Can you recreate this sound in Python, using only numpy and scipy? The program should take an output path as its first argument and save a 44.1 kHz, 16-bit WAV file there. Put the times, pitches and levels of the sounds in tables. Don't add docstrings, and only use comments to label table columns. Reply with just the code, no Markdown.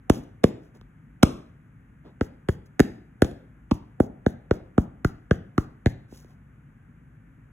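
import sys
import numpy as np
from scipy import signal
from scipy.fft import rfft, irfft, next_fast_len
from scipy.io import wavfile

SR = 44100
rng = np.random.default_rng(int(sys.argv[2]) if len(sys.argv) > 2 else 0)


def wrap_up_sound(samples):
    columns = np.atleast_2d(samples).T
    tamed = np.clip(columns, -1, 1)
    steps = np.round(tamed * 32767).astype(np.int16)
    wavfile.write(sys.argv[1], SR, steps)


N = 331627
TAP_SIZE, TAIL_SIZE = 8192, 20480


def undb(db):
    return 10 ** (np.asarray(db) / 20)


def along(points, f):
    hz, value = np.transpose(points)
    return np.interp(np.log(np.maximum(f, 1)), np.log(hz), value)


def colour(x, points):
    size = next_fast_len(x.shape[-1], True)
    gain = undb(along(points, np.fft.rfftfreq(size, 1 / SR)))
    return irfft(rfft(x, size) * gain, size)[..., :x.shape[-1]]


def unit(x):
    return x / np.sqrt(np.mean(x ** 2))


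def hump(f, hz, q):
    return 1 / (1 + (q * (f / hz - hz / f)) ** 2)


def causal(gain):
    cepstrum = irfft(np.log(gain + 1e-6))
    half = len(cepstrum) // 2
    cepstrum[1:half] *= 2
    cepstrum[half + 1:] = 0
    return np.exp(rfft(cepstrum))


def add(track, s, x):
    i = int(s * SR)
    track[..., i:i + x.shape[-1]] += x[..., :N - i]


def diffuse(size):
    # f/Hz, side over mid/dB
    width = [(60, -26.5), (200, -20), (400, -8.5), (750, 2), (2500, -6), (4500, -10.5), (8000, -12)]
    mid, side = rng.standard_normal((2, size))
    side_gain = undb(along(width, np.fft.rfftfreq(size, 1 / SR)))
    left_right = rfft(mid) + np.array([[1], [-1]]) * side_gain * rfft(side)
    return irfft(left_right / np.sqrt(1 + side_gain ** 2), size)


def room_tone(level_db=-51.5):
    # f/Hz, level/dB
    hum_eq = [(24, -28.5), (34, -19.5), (52, -2), (78, -12.5), (108, -5), (149, -4.5), (180, -11),
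              (256, -12), (363, -26.5), (607, -33), (1070, -33), (1520, -28), (2280, -36.5), (4740, -64.5),
              (6380, -55.5), (12000, -56), (16000, -68.5)]
    hum = colour(diffuse(next_fast_len(N, True)), hum_eq)
    return undb(level_db) * unit(hum)[:, :N]


def reverb(x, wet_db=-17.5, predelay_s=.003, build_s=0.0034):
    # f/Hz, level/dB
    tail_eq = [(50, -16), (120, -0.5), (250, -3.5), (450, -7), (800, 3.5), (1400, -7), (2500, -1.5),
               (5000, -2.5), (12000, -4)]
    # f/Hz, time to fall 60 dB/s
    t60 = [(100, 0.4), (300, .47), (700, 0.47), (1800, 0.51), (5000, 0.38), (12000, 0.34)]
    t = np.arange(TAIL_SIZE) / SR
    f = np.maximum(np.fft.rfftfreq(TAIL_SIZE, 1 / SR), 1)
    noise = rfft(colour(diffuse(TAIL_SIZE), tail_eq))
    tail = 0
    for hz in 32 * 2. ** np.arange(10):
        octave = np.maximum(1 - np.abs(np.log2(f / hz)), 0)
        decay = np.exp(-np.log(1000) * t / along(t60, hz))
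        tail = tail + irfft(noise * octave) * decay
    tail *= np.clip((t - predelay_s) / build_s, 0, 1)
    tail *= undb(wet_db) / np.sqrt(np.sum(tail ** 2) / 2)
    return signal.fftconvolve(x[None], tail, axes=1)[:, :N]


def cloth_hiss(size, grain_db=3, grain_samples=64):
    # f/Hz, level/dB
    thread_eq = [(1000, -23), (3000, -4), (4800, -2), (6300, 1.5), (8500, -8), (11000, -4.5), (15000, -10)]
    catches_db = grain_db * rng.standard_normal(size // grain_samples + 1)
    catches = undb(np.repeat(catches_db, grain_samples)[:size])
    return unit(colour(rng.standard_normal(size) * catches, thread_eq))


def brushing(attack_share=.3):
    # peak t/s, length/s, hiss level/dB, rub level/dB
    strokes = [(0.139, 0.067, -50.5, -57.5), (.232, .02, -69, -70.5), (.64, 0.071, -75.5, -79.5),
               (0.755, 0.031, -67.5, -50.5), (2.066, 0.064, -87, -49), (2.662, .016, -68, -81.5),
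               (6.146, 0.12, -59.5, -57.5), (6.304, .06, -73.5, -57.5)]
    # f/Hz, level/dB
    rub_eq = [(60, -11.5), (150, 10), (400, -0.5), (750, -4.5), (1500, -16), (4000, -27), (10000, -52.5)]
    t = np.arange(N) / SR
    threads = cloth_hiss(N)
    rub = unit(colour(rng.standard_normal(N), rub_eq))
    out = np.zeros(N)
    for s, length, hiss_db, rub_db in strokes:
        slope_s = length * np.where(t < s, attack_share, 1 - attack_share)
        pressure = np.exp(-((t - s) / slope_s) ** 2)
        out += pressure * (undb(hiss_db) * threads + undb(rub_db) * rub)
    return out


def rustle(attack_s=0.014, fade_s=0.042):
    t = np.arange(TAP_SIZE) / SR
    attack = np.minimum(t / attack_s, 1)
    release = np.exp(-(np.maximum(t - attack_s, 0) / fade_s) ** 2)
    return cloth_hiss(TAP_SIZE) * attack * release


def creases(pock, scatter_db=-9, fade_s=0.0039, crossover_hz=900):
    t = np.arange(TAP_SIZE) / SR
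    f = np.fft.rfftfreq(TAP_SIZE, 1 / SR)
    echoes = rng.standard_normal(TAP_SIZE) * np.exp(-t / fade_s)
    echoes *= undb(scatter_db) / np.sqrt(np.sum(echoes ** 2))
    short_waves = f ** 2 / (f ** 2 + crossover_hz ** 2)
    return irfft(rfft(pock) * (1 + short_waves * rfft(echoes)))


def bending_wave(f, travel_ms, dispersion=.6):
    turns_per_ms = (f / 1000) ** (1 - dispersion) / (1 - dispersion)
    return np.exp(-2j * np.pi * turns_per_ms * travel_ms)


def tap(force_db, knock_hz, thump_db, clack_hz, clack_db, snap_db, tick_db, detour_ms, reflection):
    f = np.maximum(np.fft.rfftfreq(TAP_SIZE, 1 / SR), 1)
    t = np.arange(TAP_SIZE) / SR
    thump = undb(thump_db) * hump(f, hz=79.7, q=0.77)
    knock = hump(f, knock_hz, q=0.71) ** 2
    clack = undb(clack_db) * hump(f, clack_hz, q=1.6) ** 2
    snap = undb(snap_db) * hump(f, hz=3360, q=0.62) ** 2
    body = causal(thump + knock + clack + snap)
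    grit = rng.standard_normal(TAP_SIZE) * np.exp(-t / 0.0015)
    grit /= np.sqrt(np.sum(grit ** 2))
    tick = undb(tick_db) * causal(hump(f, hz=6540, q=.56) ** 2) * rfft(grit)
    direct = bending_wave(f, travel_ms=2.2)
    folded = reflection * direct * bending_wave(f, detour_ms)
    return undb(force_db) * irfft((body + tick) * (direct + folded))


def tapping():
    # t/s, force/dB, clack/dB, snap/dB, tick/dB
    touches = [(.435, 22.5, -28, -33.5, -39.5), (0.8117, -6.5, -9, -22.5, -35),
               (1.2265, 21.5, -12.5, -21, -37.5), (2.0522, -5, -21, -38, -55),
               (3.2454, 18.5, -27, -29.5, -38.5), (3.3122, 1.5, -20, -31, -33), (6.1228, 4, -33, -43, -46),
               (6.2446, -2.5, -31.5, -34, -48)]
    # t/s, force/dB, knock f/Hz, thump/dB, clack f/Hz, clack/dB, snap/dB, tick/dB,
    # detour via a fold/ms, fold reflection/ratio, second finger's lag/ms (negative: early), its level/dB
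    blows = [(0.0980, 39, 301, -4, 1370, -24.5, -34.5, -40.5, .8, 0.15, -1.1, -11),
             (0.4393, 40.5, 285, -10.5, 1640, -30.5, -37.5, -47.5, 1.32, -.28, 1.75, -10),
             (1.2299, 40.5, 288.4, -3.5, 1230, -18.5, -30.5, -34.5, 1.29, -0.26, 1.3, -4),
             (2.2098, 27, 309, 2, 1485, -17.5, -35.5, -53, 2.13, 0.17, 4.5, -15),
             (2.4861, 25.5, 300, 8.5, 1456, -16.5, -35, -40, 1.396, -0.4, 5.5, -5.5),
             (2.8013, 40, 264, -8, 1645, -23, -38.5, -41.5, 2.02, -0.18, -7, -4.5),
             (3.2195, 38, 293, -5, 1580, -21, -36, -37, .99, 0.32, 3.5, -18),
             (3.7143, 27.5, 263, 5, 1070, -18.5, -33.5, -51, .83, 0.26, -3.5, -1),
             (4.0009, 37.5, 287, -8.5, 1340, -30, -57, -56, .95, 0.28, 3.5, -15),
             (4.2629, 32.5, 281, -4.5, 1450, -21.5, -43, -61, 0.942, 0.45, 0.2, -10),
             (4.5095, 32.5, 317, -1, 1500, -20.5, -39.5, -62, 1.314, -0.13, 2.1, -9),
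             (4.7790, 38, 253, -4.5, 1340, -25, -53, -56.5, 0.618, -.35, 4.5, -19.5),
             (5.0466, 28.5, 248, 5.5, 1450, -11.5, -38, -38.5, 1.81, 0.25, 2, -15.5),
             (5.3094, 35.5, 245, -4.5, 1464, -19.5, -41.5, -59, 1.01, 0.42, 1.86, -6.5),
             (5.5788, 30, 262, 1.5, 1350, -12.5, -38.5, -43.5, 1.837, 0.2, 1, -8.5),
             (5.8591, 30, 272, 6.5, 1750, -20, -33, -48, 0.93, 0.29, 9, -10)]
    close, wet = np.zeros(N), np.zeros((2, N))
    contacts = []
    for s, force_db, clack_db, snap_db, tick_db in touches:
        touch = tap(force_db, knock_hz=283, thump_db=-4, clack_hz=1150, clack_db=clack_db,
                    snap_db=snap_db, tick_db=tick_db, detour_ms=0.97, reflection=.15)
        contacts.append((s, touch))
    for s, *voice, lag_ms, second_db in blows:
        force_db, knock_hz, thump_db, clack_hz, clack_db, snap_db, tick_db, *fold = voice
        first = tap(*voice)
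        second = tap(force_db + second_db, knock_hz, thump_db - 10,
                     clack_hz, clack_db + 3, snap_db, tick_db, *fold)
        contacts += [(s, first), (s + lag_ms / 1000, second)]
        rustle_db = -54.5 + 0.15 * (force_db + tick_db)
        add(close, s, undb(rustle_db) * rustle())
    for s, contact in contacts:
        pock = creases(contact)
        add(close, s, pock)
        add(wet, s, reverb(pock))
    return close, wet


def scene(far_left_db=1.3, right_lag_s=.000238):
    # f/Hz, right over left/dB
    right_lift = [(60, -1.3), (250, 0.7), (500, -3), (750, 18), (1050, 4), (1400, 1.5), (2200, -2),
                  (2800, 1), (4500, 1.2)]
    # f/Hz, right port's lead/rad
    port_lead = [(30, .1), (110, .29), (180, .48), (350, 1.08), (600, 2), (900, 2.5), (1400, 2.2),
                 (2000, 2.3), (3500, 3.4), (4700, 3.9)]
    taps, tap_reverb = tapping()
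    brush = brushing()
    size = next_fast_len(N)
    f = np.fft.rfftfreq(size, 1 / SR)
    sides = np.array([[-.5], [.5]])
    far = (tap_reverb + reverb(brush) + room_tone()) * undb(-sides * far_left_db)
    panned_taps = rfft(taps, size) * undb(sides * along(right_lift, f))
    ports = panned_taps + rfft(brush + far, size)
    lead = along(port_lead, f) - 2 * np.pi * f * right_lag_s
    return irfft(ports * np.exp(1j * sides * lead), size)[:, :N]


def record(dry, low_cut_hz=21, ceiling=.95, high_cut_hz=15800):
    thinned = signal.sosfilt(signal.butter(2, low_cut_hz, "high", fs=SR, output="sos"), dry)
    rounded = thinned / (1 + (thinned / ceiling) ** 8) ** (1 / 8)
    return signal.sosfilt(signal.ellip(8, .2, 70, high_cut_hz, fs=SR, output="sos"), rounded)


dry = scene()
out = record(dry)
wrap_up_sound(out)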